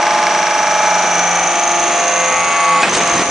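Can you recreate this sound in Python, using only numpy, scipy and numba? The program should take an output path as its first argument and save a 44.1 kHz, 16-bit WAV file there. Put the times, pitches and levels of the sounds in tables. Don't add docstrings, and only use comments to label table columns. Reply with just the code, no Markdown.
import sys
import numpy as np
from scipy import signal
from scipy.fft import rfft, irfft
from scipy.io import wavfile
from numba import njit

SR = 44100
rng = np.random.default_rng(int(sys.argv[2]) if len(sys.argv) > 2 else 0)


def gain_from_db(level_db):
    decades = np.asarray(level_db, float) / 20
    return 10 ** decades


def put_to_file(sound):
    columns = np.atleast_2d(sound).T
    safe = np.clip(columns, -1, 1)
    whole_steps = np.round(safe * 32767)
    wavfile.write(sys.argv[1], SR, whole_steps.astype(np.int16))


N = 145530

HZ = np.maximum(np.fft.rfftfreq(N, 1 / SR), 1)
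PISTONS = 7
PISTON_ORDERS = range(7, 113, 7)
ORDERS_HEARD = [24, 25, 26, 27, 30, 31, 33, 34, 37, 38, 40, 45, 46, 47, 48, 50, 51, 52, 61, 68, 89, 94]


def rms_one(x):
    return x / np.sqrt(np.mean(x ** 2) + 1e-20)


def in_time(rows):
    s, *columns = np.transpose(rows)
    return [np.interp(np.arange(N) / SR, s, column) for column in columns]


def outline_db(points):
    hz, db = np.transpose(points)
    return np.interp(np.log(HZ), np.log(hz), db)


def colour(x, points):
    return irfft(rfft(x) * gain_from_db(outline_db(points)), N)


def drift(rate):
    r = np.exp(-80 * np.pi * rate / SR)
    slow = signal.lfilter([1], [1, -2 * r, r * r], rng.standard_normal(N // 40 + 2002))
    slow = rms_one(slow[2000:])
    return np.interp(np.arange(N) / 40, np.arange(len(slow)), slow)


@njit
def glide(x, hz, width_hz, sr):
    y = np.zeros(len(x))
    for i in range(2, len(x)):
        r = np.exp(-np.pi * width_hz[i] / sr)
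        push = (1 - r) ** .75 * (x[i] - x[i - 2])
        y[i] = push + 2 * r * np.cos(2 * np.pi * hz[i] / sr) * y[i - 1] - r * r * y[i - 2]
    return y


def twice(x, hz, width_hz):
    hz, width_hz = hz + np.zeros(N), width_hz + np.zeros(N)
    once = glide(x, hz, width_hz, SR)
    return rms_one(glide(once, hz, width_hz, SR))


def locked_noise(turns, stage):
    size = 1772
    lines = rfft(rng.standard_normal((7, size)))
    lines[:, [*PISTON_ORDERS, *ORDERS_HEARD]] = 0
    patterns = irfft(lines, size)
    at = (turns % 1 * size).astype(int)
    step = np.clip(2 * stage, 0, 5.999)
    k = step.astype(int)
    fade = step % 1 * np.pi / 2
    return patterns[k, at] * np.cos(fade) + patterns[k + 1, at] * np.sin(fade)


def piston_pulses(turns, stage):
    lead_turns, sharpness = 0.063, 1.7
    # (level at light load [dB], level under pressure [dB])
    piston_levels = [(-4, 0), (0, -4), (-8, -12), (-8, -5), (-3, -10), (0, -6), (-3, -5)]
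    light, heavy = np.transpose(piston_levels)
    mix = np.clip(stage, 0, 1)
    at = (turns + lead_turns * mix) * PISTONS
    k = (at + .5).astype(int) % PISTONS
    strength = gain_from_db(light[k] * (1 - mix) + heavy[k] * mix)
    return strength * (np.abs(np.cos(np.pi * at)) ** sharpness + .45 - .15 * mix)


def hum(turns, step):
    crest_turn, crest_scatter = .223, .16
    wander_db, wander_cycles = 1, .025
    # (level at eight steps of rising pressure, then after release [dB])
    piston_hum = [(-42, -35, -33, -45, -40.5, -41, -47.5, -34, -33),
                  (-30, -41.5, -38.5, -27, -33.5, -43.5, -41, -35.5, -29),
                  (-46.5, -40.5, -30, -35.5, -25, -25.5, -36, -27.5, -29),
                  (-23, -31, -27, -20.5, -20, -29.5, -22.5, -29, -20.5),
                  (-25, -25.5, -37, -26, -40, -23, -28, -21.5, -31),
                  (-26, -53.5, -47, -36, -34.5, -35, -47, -36.5, -39),
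                  (-30.5, -32, -28.5, -25, -31.5, -41, -26, -29, -31),
                  (-36, -29, -32, -32, -39.5, -31.5, -29.5, -31, -48),
                  (-56.5, -47, -37, -46, -35, -31.5, -40, -38, -43.5),
                  (-38, -46, -33, -32, -31, -44.5, -30, -35, -31.5),
                  (-46, -56, -34, -40, -41, -26, -49, -52, -49.5),
                  (-62, -56, -48, -40.5, -29, -23, -28, -24.5, -33),
                  (-59, -64, -54, -63, -49, -29, -26, -29.5, -34),
                  (-60, -59, -49, -42, -37, -26, -42.5, -32.5, -34),
                  (-56, -58, -34, -45, -33.5, -35, -30, -30.5, -37),
                  (-48, -37, -55, -39.5, -29, -34.5, -31, -44, -37)]
    order_levels = [(-24.5, -26.5, -32.5, -43, -33.5, -37.5, -33.5, -47, -37),
                    (-38, -27, -33.5, -30, -33, -47, -51, -43, -39.5),
                    (-27.5, -26.5, -40.5, -44, -38, -28, -46, -42, -38),
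                    (-30, -24.5, -32, -33, -51, -47, -43, -36, -45),
                    (-34.5, -29, -26, -30, -31.5, -34, -45, -39, -50),
                    (-42, -37.5, -25.5, -38, -39, -37, -36, -47, -43),
                    (-29, -39, -27.5, -29.5, -36.5, -25.5, -29, -46, -34),
                    (-16.5, -17, -23.5, -19.5, -31.5, -39, -26, -27.5, -25.5),
                    (-26, -33, -48, -46, -39, -31, -30, -34, -43),
                    (-30, -29, -29.5, -31.5, -46, -40, -39, -32.5, -40),
                    (-32.5, -30, -33, -44, -28, -41, -34, -36, -32),
                    (-29, -29, -35, -41, -44, -39, -47, -56, -31),
                    (-42, -36.5, -30, -27.5, -24, -21.5, -18.5, -15, -21.5),
                    (-36.5, -36.5, -53, -37, -39, -39, -36, -43, -47.5),
                    (-24, -33, -29, -42, -37, -39.5, -40, -31, -27),
                    (-41, -28, -44, -48, -38, -33, -37.5, -33, -33),
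                    (-35, -36, -34.5, -29.5, -35, -26.5, -45, -36.5, -36),
                    (-30.5, -25.5, -30.5, -45.5, -38, -31, -37, -29, -37.5),
                    (-30.5, -29, -30, -55, -28.5, -40, -35, -52, -36),
                    (-30.5, -28.5, -37, -43.5, -51, -57, -51.5, -47, -35),
                    (-48, -37, -29.5, -37, -40.5, -44, -41, -51, -38),
                    (-28.5, -26.5, -25, -30, -45, -41, -42, -46, -33)]
    scatter = crest_scatter * (1 + np.minimum(step, 4) / 4)
    out = 0
    for order, db in zip([*PISTON_ORDERS, *ORDERS_HEARD], [*piston_hum, *order_levels]):
        level = np.interp(step, np.arange(len(db)), db) + wander_db * drift(4.0)
        cycles = order * (turns - crest_turn) + 0.27
        cycles = cycles + scatter * rng.standard_normal() + wander_cycles * drift(4.9)
        out = out + gain_from_db(level) * np.sqrt(2) * np.sin(2 * np.pi * cycles)
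    return out


def casing(turns, stage, pulses):
    level_db, pulsing = -21.5, 0.32
    # (frequency [Hz], level per Hz [dB])
    body = [(120, -39), (300, -13.5), (500, -8), (800, 2), (1300, -5.5), (2300, -1.5), (4500, -14.5),
            (10000, -25.5)]
    drive = locked_noise(turns, stage) * (1 - pulsing + pulsing * rms_one(pulses))
    return gain_from_db(level_db) * rms_one(colour(drive, body))


def valve(turns, stage, pulses, hz, db):
    locked = .55
    width_hz, narrowing_hz = 564, 110
    # (frequency at light load [Hz], climb per load stage [Hz], level [dB])
    pipe_rings = [(5817, 7.7, -13.5), (6642, 73, -12.5)]
    # (frequency [Hz], width [Hz], level at light load [dB], growth per load stage [dB])
    faint_rings = [(9110, 280, -45, 3), (8530, 110, -53.5, 4.5), (5730, 69, -56, 6)]
    bursts = np.sqrt(locked) * locked_noise(turns, stage) + np.sqrt(1 - locked) * rng.standard_normal(N)
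    drive = pulses * bursts
    width = width_hz - narrowing_hz * stage + 120 * np.maximum(stage - 2, 0)
    whistle = twice(drive, hz, np.maximum(width, 150))
    for ring_hz, climb, ring_db in pipe_rings:
        whistle = whistle + gain_from_db(ring_db) * twice(drive, ring_hz + climb * stage, 150.0)
    out = gain_from_db(db) * whistle
    for ring_hz, ring_width, ring_db, grow in faint_rings:
        hissing = drive + 0.72 * rng.standard_normal(N)
        out = out + gain_from_db(ring_db + grow * stage) * twice(hissing, ring_hz, ring_width)
    return out


def tick(turns, stage):
    level_db, fade_db = -31, 8
    # (frequency [Hz], width [Hz], level [dB])
    tick_rings = [(2200, 250, 5), (4200, 600, -4), (7000, 900, -13), (1600, 250, 2)]
    once_a_turn = np.diff(np.floor(turns + .095), prepend=0)
    drive = once_a_turn * gain_from_db(1.5 * rng.standard_normal(N)) + 1e-18
    rings = twice(drive, 5250, 600)
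    for hz, width_hz, db in tick_rings:
        rings = rings + gain_from_db(db) * twice(drive, hz, width_hz)
    return gain_from_db(level_db - fade_db * stage) * rings


def knock():
    knock_s, rise_s = 2.831, .002
    # (frequency [Hz], level [dB], t60 [s])
    modes = [(2530, -2, 0.06), (2440, -18.5, 0.15), (1636, -5.5, 0.066), (1150, -10, 0.047),
             (3540, -23.5, 0.022), (704, -15, .06)]
    t = np.maximum(np.arange(N) / SR - knock_s, 0)
    rise = np.minimum(t / rise_s, 1)
    return sum(gain_from_db(db - 60 * t / t60) * np.sin(2 * np.pi * hz * t) * rise for hz, db, t60 in modes)


def oil_rush(rush_db):
    # (frequency [Hz], level per Hz [dB])
    pipe_colour = [(90, -29), (170, -4), (250, -4), (700, -1.5), (2500, -6), (4500, -17), (7500, -19),
                   (10400, -32.5)]
    flow = rms_one(colour(rng.standard_normal(N), pipe_colour))
    return gain_from_db(rush_db + 2.16 * drift(15.0)) * flow


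def clatter():
    blow_times = [2.819, 2.828, 2.853, 2.892, 2.921, 2.934, 2.94, 2.945, 2.951, 2.959, 2.966, 2.967, 2.981,
                  3.004, 3.074, 3.141, 3.144, 3.157, 3.185, 3.192, 3.2, 3.26, 3.29]
    # (level [dB], centre [Hz], t60 [s])
    blows = [(-12, 3200, .075), (-7.5, 1480, 0.074), (-20.5, 2400, .062), (-18, 210, .08),
             (-14.5, 1000, 0.06), (-14.5, 5700, .04), (-18, 5000, .05), (-12, 5200, 0.11),
             (-20, 8500, .046), (-15.5, 420, .26), (-15.5, 9400, 0.077), (-24, 5100, .03), (-21, 7000, .04),
             (-15.5, 1400, .05), (-14.5, 6200, 0.046), (-15, 900, .05), (-14.5, 350, 0.13),
             (-21, 6400, .07), (-14.5, 1000, .1), (-14, 480, 0.19), (-22.5, 2470, .06), (-15.5, 440, .05),
             (-13.5, 400, .04)]
    out = 0
    for s, (db, hz, t60) in zip(blow_times, blows):
        t = np.maximum(np.arange(N) / SR - s, 0)
        sos = signal.butter(1, [hz / 1.86, hz * 1.21], "band", fs=SR, output="sos")
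        band = rms_one(signal.sosfilt(sos, rng.standard_normal(N)))
        out = out + gain_from_db(db - 60 * t / t60) * np.minimum(t / 0.002, 1) * band
    return out


def rumble(rush_db):
    top_hz, level_db, lumpy_db = 130, -53, 5
    sos = signal.butter(2, [top_hz / 4, top_hz], "band", fs=SR, output="sos")
    low = rms_one(signal.sosfilt(sos, rng.standard_normal(N)))
    swell_db = .9 * (rush_db - rush_db.mean())
    return gain_from_db(level_db + swell_db + lumpy_db * drift(3.9)) * low


def workshop(mid):
    t60_s, delay_s, before = .9, .03, 7085
    # (frequency [Hz], level [dB])
    diffuse = [(60, -12), (150, -20.5), (600, -21.5), (1200, -19.5), (2500, -11), (5000, -7), (9000, -8.5)]
    lags = np.arange(SR) / SR
    echoes = rng.standard_normal(SR) * gain_from_db(-60 * lags / t60_s) * (lags > delay_s)
    running = np.r_[mid[before:0:-1], mid]
    room = signal.fftconvolve(running, echoes / np.linalg.norm(echoes))
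    return colour(room[before:before + N], diffuse)


def microphones(mid, side):
    lag_s = 1.3e-5
    # (frequency [Hz], level [dB])
    tilt = [(100, -.1), (2500, -0.021), (5000, -0.99), (10000, -1.2)]
    half = gain_from_db(outline_db(tilt) / 2) * np.exp(-1j * np.pi * HZ * lag_s)
    left = irfft(rfft(mid) * half, N) + side
    right = irfft(rfft(mid) / half, N) - side
    return np.array([left, right])


def scene():
    # (time [s], speed [turns per s])
    shaft = [(0, 24.92), (.9, 24.9), (1.4, 24.83), (1.9, 24.76), (2.3, 24.62), (2.55, 24.54), (2.7, 24.46),
             (2.82, 24.27), (2.88, 24.75), (3.3, 24.73)]
    # (time [s], step of the hum tables, load stage [0-3])
    pressure = [
        (.25, 0, 0),
        (.9, 1, .4),
        (1.35, 2, 1.1),
        (1.75, 3, 1.5),
        (2.1, 4, 1.9),
        (2.35, 5, 2.3),
        (2.55, 6, 2.8),
        (2.72, 7, 3),
        (2.815, 7, 3),
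        (2.85, 8, 2),
    ]
    # (time [s], pump level [dB], whistle frequency [Hz], whistle level [dB], oil rush level [dB])
    load = [(0, -0.7, 5890, -28, -21.5), (.6, -0.3, 5960, -25, -23), (1.2, 0.6, 6090, -18, -23),
            (1.7, 0.56, 6310, -18.5, -24.5), (2.2, 0.9, 6380, -17.5, -23), (2.5, 0.6, 6480, -21.5, -24),
            (2.68, 1.6, 6400, -23.5, -31.5), (2.815, 0.7, 6900, -28, -21.5),
            (2.835, -10.5, 6200, -34, -14.5), (2.885, -5, 6400, -39, -10),
            (2.895, -10.5, 6220, -20.5, -14.5), (3.0, -2.8, 6400, -21.5, -16), (3.12, -0.3, 6350, -19, -20),
            (3.19, -5.5, 6080, -19, -14), (3.3, -3.5, 6220, -21, -21.5)]
    speed, = in_time(shaft)
    step, stage = in_time(pressure)
    pump_db, whistle_hz, whistle_db, rush_db = in_time(load)
    turns = .23 + np.cumsum(speed) / SR
    pulses = piston_pulses(turns, stage)
    mid = gain_from_db(pump_db) * (hum(turns, step) + casing(turns, stage, pulses))
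    mid = mid + valve(turns, stage, pulses, whistle_hz, whistle_db) + tick(turns, stage)
    mid = mid + knock() + oil_rush(rush_db) + clatter() + rumble(rush_db)
    return microphones(mid, workshop(mid))


def band_limit(x):
    return signal.sosfilt(signal.butter(12, 10490, fs=SR, output="sos"), x)


def record(dry):
    limited = 1.167 * np.tanh(dry / 1.394)
    top_cut = signal.cheby2(12, 70, 11400, fs=SR, output="sos")
    mix = np.clip(signal.sosfilt(top_cut, limited), -1, 1)
    return band_limit(mix)


dry = scene()
out = record(dry)
put_to_file(out)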